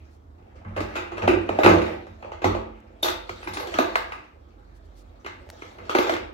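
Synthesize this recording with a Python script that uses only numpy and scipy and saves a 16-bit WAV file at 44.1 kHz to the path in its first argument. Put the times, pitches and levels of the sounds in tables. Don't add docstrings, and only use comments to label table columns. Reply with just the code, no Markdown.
import sys
import numpy as np
from scipy import signal
from scipy.fft import irfft
from scipy.io import wavfile

SR = 44100
rng = np.random.default_rng(int(sys.argv[2]) if len(sys.argv) > 2 else 0)


def persist_wave(psi):
    counts = np.round(np.clip(psi, -1, 1) * 32767).astype(np.int16)
    wavfile.write(sys.argv[1], SR, np.atleast_2d(counts).T)


N = 279153

# (time [s], wall clack [dB], top boom [dB], hollow body [dB], lid over case [dB],
#          loose steel [dB], room send against the knock [dB])
KNOCKS = [(0.379, -73, -40.5, -62.5, 18, -86, 19.5), (0.554, -53, -39, -61, 7, -62, 8.5),
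          (0.648, -47.5, -22, -42.5, 7, -77, 8), (0.763, -34.5, -19.5, -29, 8.5, -48.5, 11.5),
          (0.776, -35, -40.5, -30.5, 6.5, -46, 7), (0.804, -27, -39, -23.5, -2, -32, 0),
          (0.954, -28.5, -42, -32, 4, -35, 7.5), (0.963, -26.5, -46.5, -28.5, 3.5, -38, 5),
          (1.117, -38, -32, -34.5, 3, -54, 9), (1.17, -33, -38, -32, 9.5, -45.5, 5.5),
          (1.179, -29.5, -45.5, -27.5, 11, -42.5, 2), (1.22, -27, -14, -22.5, 14, -44.5, 9.5),
          (1.236, -33, -44, -23.5, 10, -42, 0), (1.276, -14, -47, -8, -6.5, -35, 3.5),
          (1.336, -29, -16, -19.5, -1, -48, 0.5), (1.49, -23, -23, -18, 4, -37, 0.5),
          (1.587, -24.5, -44, -12, 7.5, -37.5, 5), (1.633, -17, -9, -13, -9, -28.5, 10),
          (1.646, -17, -32.5, -11, -0.5, -30, 2), (1.661, -6, -6.5, -5, -1.5, -22.5, 1),
          (1.69, -33, -11, -13, -5, -24, 0), (1.711, -19.5, -34.5, -8, -10, -43, -8),
          (1.736, -49, -13, -11, -8, -29, -2), (1.783, -51, -18, -26, 3, -32.5, -4),
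          (1.817, -26, -40, -21, -9, -38, 1), (1.884, -50, -25, -30.5, 17, -68, 4.5),
          (2.067, -44, -31, -41.5, 2.5, -55, 1.5), (2.225, -39, -37.5, -38.5, 2.5, -58, 5.5),
          (2.246, -48, -62, -31, 25, -59, 5), (2.318, -35.5, -38, -33, 18, -47, 4),
          (2.418, -34, -34, -30.5, 0.5, -45.5, 8), (2.442, -20, -11.5, -15.5, -1, -29.5, 6.5),
          (2.548, -31, -39, -20, 13, -39.5, 2), (3.028, -29, -41.5, -25.5, -1.5, -20.5, 4),
          (3.042, -27.5, -35, -20.5, 12, -28.5, 7.5), (3.083, -18, -47, -27.5, -5, -22, -1.5),
          (3.293, -27, -33.5, -28.5, 6, -33.5, -2.5), (3.428, -37, -57.5, -42.5, 11.5, -56, 3.5),
          (3.473, -28.5, -28.5, -33.5, -2.5, -39.5, 4), (3.535, -33, -58.5, -46, -12, -31, 3.5),
          (3.57, -24.5, -55, -27, -8, -29.5, -0.5), (3.598, -30.5, -43, -30.5, 11, -36, 3),
          (3.671, -34, -47, -36, -1.5, -31, -2.5), (3.74, -20.5, -31.5, -28.5, -19, -30, 0.5),
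          (3.786, -14, -30, -14, 0, -20, -0.5), (3.955, -14.5, -48.5, -20, 19.5, -23.5, -2.5),
          (4.12, -27, -50, -41, 14, -47, 0.5), (5.246, -34.5, -40, -36, -15.5, -48, 1.5),
          (5.262, -27.5, -62, -38.5, 26, -37, 0), (5.62, -34.5, -39, -36.5, -26, -50, -1.5),
          (5.784, -39.5, -35, -44, -18, -57, 6.5), (5.894, -25, -62, -26, -2.5, -32, 6),
          (5.949, -12.5, -51, -12.5, 1.5, -22.5, -0.5), (5.985, -17.5, -45, -12, -2.5, -20.5, -2.5),
          (6.025, -27.5, -56, -41, 14, -33.5, 7.5), (6.068, -32, -37, -27.5, 0, -34, 6.5),
          (6.094, -17.5, -35, -18, 6.5, -25.5, -0.5), (6.119, -36, -56, -25.5, 8, -31, -1),
          (6.137, -23.5, -35, -22, -5, -27, -5.5), (6.164, -26, -46, -31, -4, -50, -18)]
KNOCK_AT = [round(row[0] * SR) for row in KNOCKS]


def from_db(db):
    return 10 ** (np.asarray(db) / 20)


def rms_one(x):
    return x / np.sqrt(np.mean(x ** 2) + 1e-20)


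def at_hz(points, hz):
    table = np.array(points)
    return np.interp(np.log(hz), np.log(table[:, 0]), table[:, 1])


def ring(force, hz, t60):
    radius = from_db(-60 / (max(t60, .001) * SR))
    turn = 2 * np.pi * hz / SR
    return signal.lfilter([0, np.sin(turn)], [1, -2 * radius * np.cos(turn), radius ** 2], force + 1e-18)


def radiate(x, modes):
    return signal.sosfilt(signal.butter(4, .8 * modes[0][0], "high", fs=SR, output="sos"), x)


def stereo_bands(size, shape):
    # (frequency [Hz], left-right likeness, -1 to 1)
    likeness = [(60, -0.13), (130, -0.086), (290, 0.91), (640, -0.68), (1410, -0.17), (3100, -0.0033),
                (6820, -0.027), (15000, 0.022)]
    edges = 30 * 2 ** np.arange(0, 9.6, .5)
    white = rng.standard_normal((2, 2, size))
    out = 0
    for k, (low, high) in enumerate(zip(edges, edges[1:])):
        band = signal.butter(2, [low, high], "band", fs=SR, output="sos")
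        mid, side = signal.sosfilt(band, white[k % 2])
        hz = np.sqrt(low * high)
        alike = np.clip(at_hz(likeness, hz), -1, 1)
        stereo = np.sqrt(1 + alike) * mid + np.sqrt(1 - alike) * side * [[1], [-1]]
        out = out + shape(hz) * stereo
    return out


def air():
    # (frequency [Hz], colour [dB])
    colour = [(90, -49), (130, -12.5), (260, 2.5), (430, -7), (640, -9), (1100, -10.5), (1600, -45),
              (4000, -34), (7000, -38.5), (8500, -44.5), (10000, -51.5), (12500, -42), (16000, -49)]
    noise = stereo_bands(N, lambda hz: from_db(at_hz(colour, hz)))
    return from_db(-57) * rms_one(noise)


def hum():
    # (frequency [Hz], width [Hz], rms level [dB])
    tones = [(48.76, 1.1, -51.5), (73.44, 1.2, -54.5), (81, 9.5, -53.5), (119, 8.0, -65)]
    out = np.zeros(N)
    for hz, width, level_db in tones:
        t60 = np.log(1000) / (np.pi * width)
        tone = ring(rng.standard_normal(N + SR), hz, t60)[SR:]
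        out += from_db(level_db) * rms_one(tone)
    return out


def brushes():
    # (start [s], length [s], level [dB])
    puffs = [(.09, 0.096, -70.5), (4.736, .06, -69), (4.84, 0.041, -72), (4.95, 0.087, -61.5),
             (5.7, 0.066, -69)]
    t = np.arange(N) / SR
    level = sum(from_db(db) * np.sin(np.pi * np.clip((t - s) / length, 0, 1)) for s, length, db in puffs)
    band = signal.butter(1, [2500, 7000], "band", fs=SR, output="sos")
    return level * rms_one(signal.sosfilt(band, rng.standard_normal((2, N))))


def ticks():
    # (time [s], peak [dB], centre [Hz], decay time constant [ms])
    snaps = [(5.49, -34.5, 199, 4.2), (5.49, -61, 1010, 1.4), (5.501, -29.5, 1780, 1.4),
             (5.501, -58, 7000, 0.92), (5.512, -50, 8900, 1.7), (2.804, -53, 4940, 0.65),
             (2.919, -73, 1470, 0.83)]
    out = np.zeros(N)
    span = np.arange(round(.03 * SR)) / SR
    for s, peak_db, hz, decay_ms in snaps:
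        burst = rng.standard_normal(len(span)) * np.exp(-1000 * span / decay_ms)
        band = signal.butter(1, [.45 * hz, 1.9 * hz], "band", fs=SR, output="sos")
        snap = signal.sosfilt(band, burst)
        at = round(s * SR)
        out[at:at + len(span)] += from_db(peak_db) * snap / np.max(np.abs(snap))
    return out


def boom():
    # (frequency [Hz], level against the other modes [dB], t60 [s])
    top = [(54.3, -5.5, 0.89), (68, -11, 0.52), (95.3, 5, 0.38), (152, -5.5, 0.097), (176.3, -5.5, 0.4),
           (220.8, -5, 0.91)]
    top_db, swell_t60_s = -12, .12
    out = np.zeros(N)
    luck = from_db(rng.normal(0, 1.5, (len(KNOCKS), len(top))))
    for k, (hz, level_db, t60) in enumerate(top):
        force = np.zeros(N)
        force[KNOCK_AT] = from_db([row[2] for row in KNOCKS]) * luck[:, k]
        drive = ring(force, hz, swell_t60_s) * 2 * np.log(1000) / (swell_t60_s * SR)
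        out += from_db(level_db + top_db) * ring(drive, hz, t60)
    return out


def unrest(hands_db, blows_db):
    rise_s, settle_s = 0.029, 0.014
    power = np.zeros(N)
    power[KNOCK_AT] = from_db(2 * blows_db) * rise_s * SR
    for seconds in (rise_s, settle_s):
        r = np.exp(-1 / (seconds * SR))
        power = signal.lfilter([1 - r], [1, -r], power + 1e-18)
    return 10 * np.log10(from_db(2 * hands_db) + power)


def rattle(modes, cycles, level_db):
    touches_per_s, spread_db = 450, 5.0
    sizes = from_db(spread_db * np.minimum(rng.exponential(1, N), 4)) * rng.choice([-1, 1], N)
    touches = sizes * (rng.random(N) < touches_per_s / SR)
    dealt = rng.integers(0, len(modes), N)
    rings = np.zeros(N)
    for k, (hz, mode_db) in enumerate(modes):
        rings += ring(from_db(mode_db) * (dealt == k) * touches, hz, cycles / hz)
    return from_db(level_db) * rms_one(radiate(rings, modes))


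def clinks():
    # (time [s], level of each paired mode [dB], ring [Hz], jangle time constant [s])
    socket_rings = [(1.61, -57.5, 14000, 0.06), (3.026, -36.5, 11430, 0.035), (3.03, -49, 13800, 0.026),
                    (3.03, -24, 3660, 0.007), (3.03, -34.5, 6030, 0.0035), (3.44, -58.5, 10340, 0.0082),
                    (3.482, -55, 11700, .01), (3.535, -48.5, 9480, 0.022), (3.6, -47, 11600, 0.02)]
    touches_per_s, t60_s = 900, 0.029
    split = 0.0047
    out = np.zeros(N)
    span = np.arange(round(.15 * SR)) / SR
    for s, level_db, hz, jangle_s in socket_rings:
        touches = rng.standard_normal(len(span)) * (rng.random(len(span)) < touches_per_s / SR)
        jangle = touches * np.exp(-span / jangle_s)
        force = np.r_[1, jangle[1:], np.zeros(SR // 2)]
        pair = ring(force, hz * (1 - split), t60_s) + ring(force, hz * (1 + split), t60_s)
        at = round(s * SR)
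        out[at:at + len(force)] += from_db(level_db) * pair
    return out


def knocks(modes, cycles, contact_ms, blows_db):
    touch_rise_s = 0.00042
    span = np.arange(round(.06 * SR)) / SR
    envelope = (1 - np.exp(-span / touch_rise_s)) * np.exp(-1000 * span / contact_ms)
    chatter = rng.standard_normal((len(KNOCKS), len(span))) * envelope
    luck_db = rng.normal(0, 2.0, (len(KNOCKS), len(modes)))
    out = np.zeros((2, N))
    for k, (hz, level_db) in enumerate(modes):
        flips = (-1) ** (np.arange(len(span)) // (k + 2))
        force = np.zeros((2, N + len(span)))
        for row, at, blow_db, noise, chance_db in zip(KNOCKS, KNOCK_AT, blows_db, chatter, luck_db):
            burst = noise * flips
            strength = from_db(blow_db + chance_db[k])
            force[0, at:at + len(span)] += strength * burst / np.sqrt(np.sum(burst ** 2))
            force[1, at] += strength * from_db(row[-1]) * (-1) ** k
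        out += from_db(level_db) * ring(force[:, :N], hz, cycles / hz)
    return radiate(out, modes)


def room(direct, sent):
    # (frequency [Hz], t60 [s])
    decay = [(60, 1), (150, 0.83), (400, 0.48), (1000, 0.49), (3000, 0.49), (7000, 0.28), (14000, 0.25)]
    wet = [(120, 0.5), (250, -10.5), (600, 1), (2000, 1), (6000, 8), (14000, 6)]
    buildup_s, right_lag_s = 0.0017, .0003
    t = np.arange(SR) / SR
    swell = 1 - np.exp(-t / buildup_s)

    def echo_gain(hz):
        return swell * from_db(at_hz(wet, hz) - 30 - 60 * t / at_hz(decay, hz))

    out = np.array([direct, np.roll(direct, round(right_lag_s * SR))])
    spot = np.arange(N) / (.09 * SR)
    for place in range(4):
        fade = np.maximum(np.cos(np.pi / 2 * (spot - place)), 0)
        tail = stereo_bands(SR, echo_gain)
        out += signal.fftconvolve((sent * fade)[None], tail, axes=1)[:, :N]
    return out


def scene():
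    # (frequency [Hz], level against the other modes [dB])
    case, lid, walls = [(270, -12.5), (312, -4.5), (348, 0), (398, -4)], [(450, -7), (510, 0.5), (580, 0.5), (662, 0), (750, -0.5), (830, -0.5)], [(920, -2), (1050, -13.5), (1190, 4), (1350, 4),
                                                   (1550, 3), (1750, -0.5), (1950, 3), (2150, 3.5),
                                                   (2400, 2), (2750, -3)]
    steel, glint = [(3300, -4), (3750, -2.5), (4400, -4.5), (5200, -8), (6120, -8), (7000, -10.5),
                    (8000, -13)], [(9400, -3.5), (11300, -6.5), (12300, 0.5), (13800, -5), (15200, -2)]
    # (time [s], case rubbing [dB], steel jingle [dB])
    handling = [(0.0, -62.5, -79), (0.19, -74, -90), (0.67, -55.5, -98), (0.9, -41, -70), (1.15, -56, -80),
                (1.549, -40, -74), (1.899, -40.5, -66), (2.0, -60, -77), (2.8, -60.5, -95),
                (3.299, -58, -67), (3.55, -45, -62), (3.9, -42.5, -62.5), (4.299, -67.5, -88.5),
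                (4.999, -64, -79.5), (5.35, -62.5, -82), (5.57, -55, -66), (5.902, -50, -73),
                (6.08, -30, -62), (6.21, -60, -85), (6.33, -70, -82)]
    ring_cycles = {"walls": 12, "case": 28, "lid": 13, "steel": 24, "glint": 35}
    contact_ms = {"walls": 2.9, "case": 3.4, "lid": 2.8, "steel": 3.4, "glint": 6.0}
    # case, walls, steel, glint [dB]
    settle_levels = [-19.5, -27.5, -39, -42]

    s, *columns = np.transpose(handling)
    rub_db, jingle_db = [np.interp(np.arange(N) / SR, s, c) for c in columns]
    _, wall_db, _, body_db, lid_over_db, steel_db, _ = np.transpose(KNOCKS)
    glint_db = steel_db - 14 + 0.39 * (steel_db + 29)
    case_db = body_db - np.maximum(lid_over_db, 0)
    lid_db = body_db + np.minimum(lid_over_db, 0)

    struck = [("walls", walls, wall_db), ("case", case, case_db), ("lid", lid, lid_db),
              ("steel", steel, steel_db), ("glint", glint, glint_db)]
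    tools = np.zeros((2, N))
    for name, modes, blows_db in struck:
        tools += knocks(modes, ring_cycles[name], contact_ms[name], blows_db)
    tools += clinks() * from_db([[0], [-12]])

    shaken = [("case", case + lid, rub_db, body_db), ("walls", walls, rub_db - 7, wall_db),
              ("steel", steel, jingle_db, steel_db), ("glint", glint, jingle_db - 16, glint_db)]
    for (name, modes, hands_db, blows_db), settle_db in zip(shaken, settle_levels):
        tools += rattle(modes, ring_cycles[name], unrest(hands_db, blows_db + settle_db))
    return room(*tools) + boom() + brushes() + ticks() + hum() + air()


def record(dry):
    # (frequency [Hz], left minus right [dB])
    lean = [(60, -5.5), (150, 3), (380, -5), (950, -0.5), (2380, 1), (5980, 2), (15000, -2.5)]
    half_db = at_hz(lean, np.maximum(np.fft.rfftfreq(2048, 1 / SR), 1)) / 2
    ports = [np.roll(irfft(from_db(g)), 1024) * np.hanning(2048) for g in (half_db, -half_db)]
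    wet = np.array([signal.fftconvolve(c, p)[1024:1024 + N] for c, p in zip(dry, ports)])
    wet = signal.sosfilt(signal.butter(4, 46, "high", fs=SR, output="sos"), wet)
    wet = wet / (1 + np.abs(wet) ** 4) ** .25
    return .93 * signal.sosfilt(signal.cheby2(22, 60, 16500, fs=SR, output="sos"), wet)


dry = scene()
out = record(dry)
persist_wave(out)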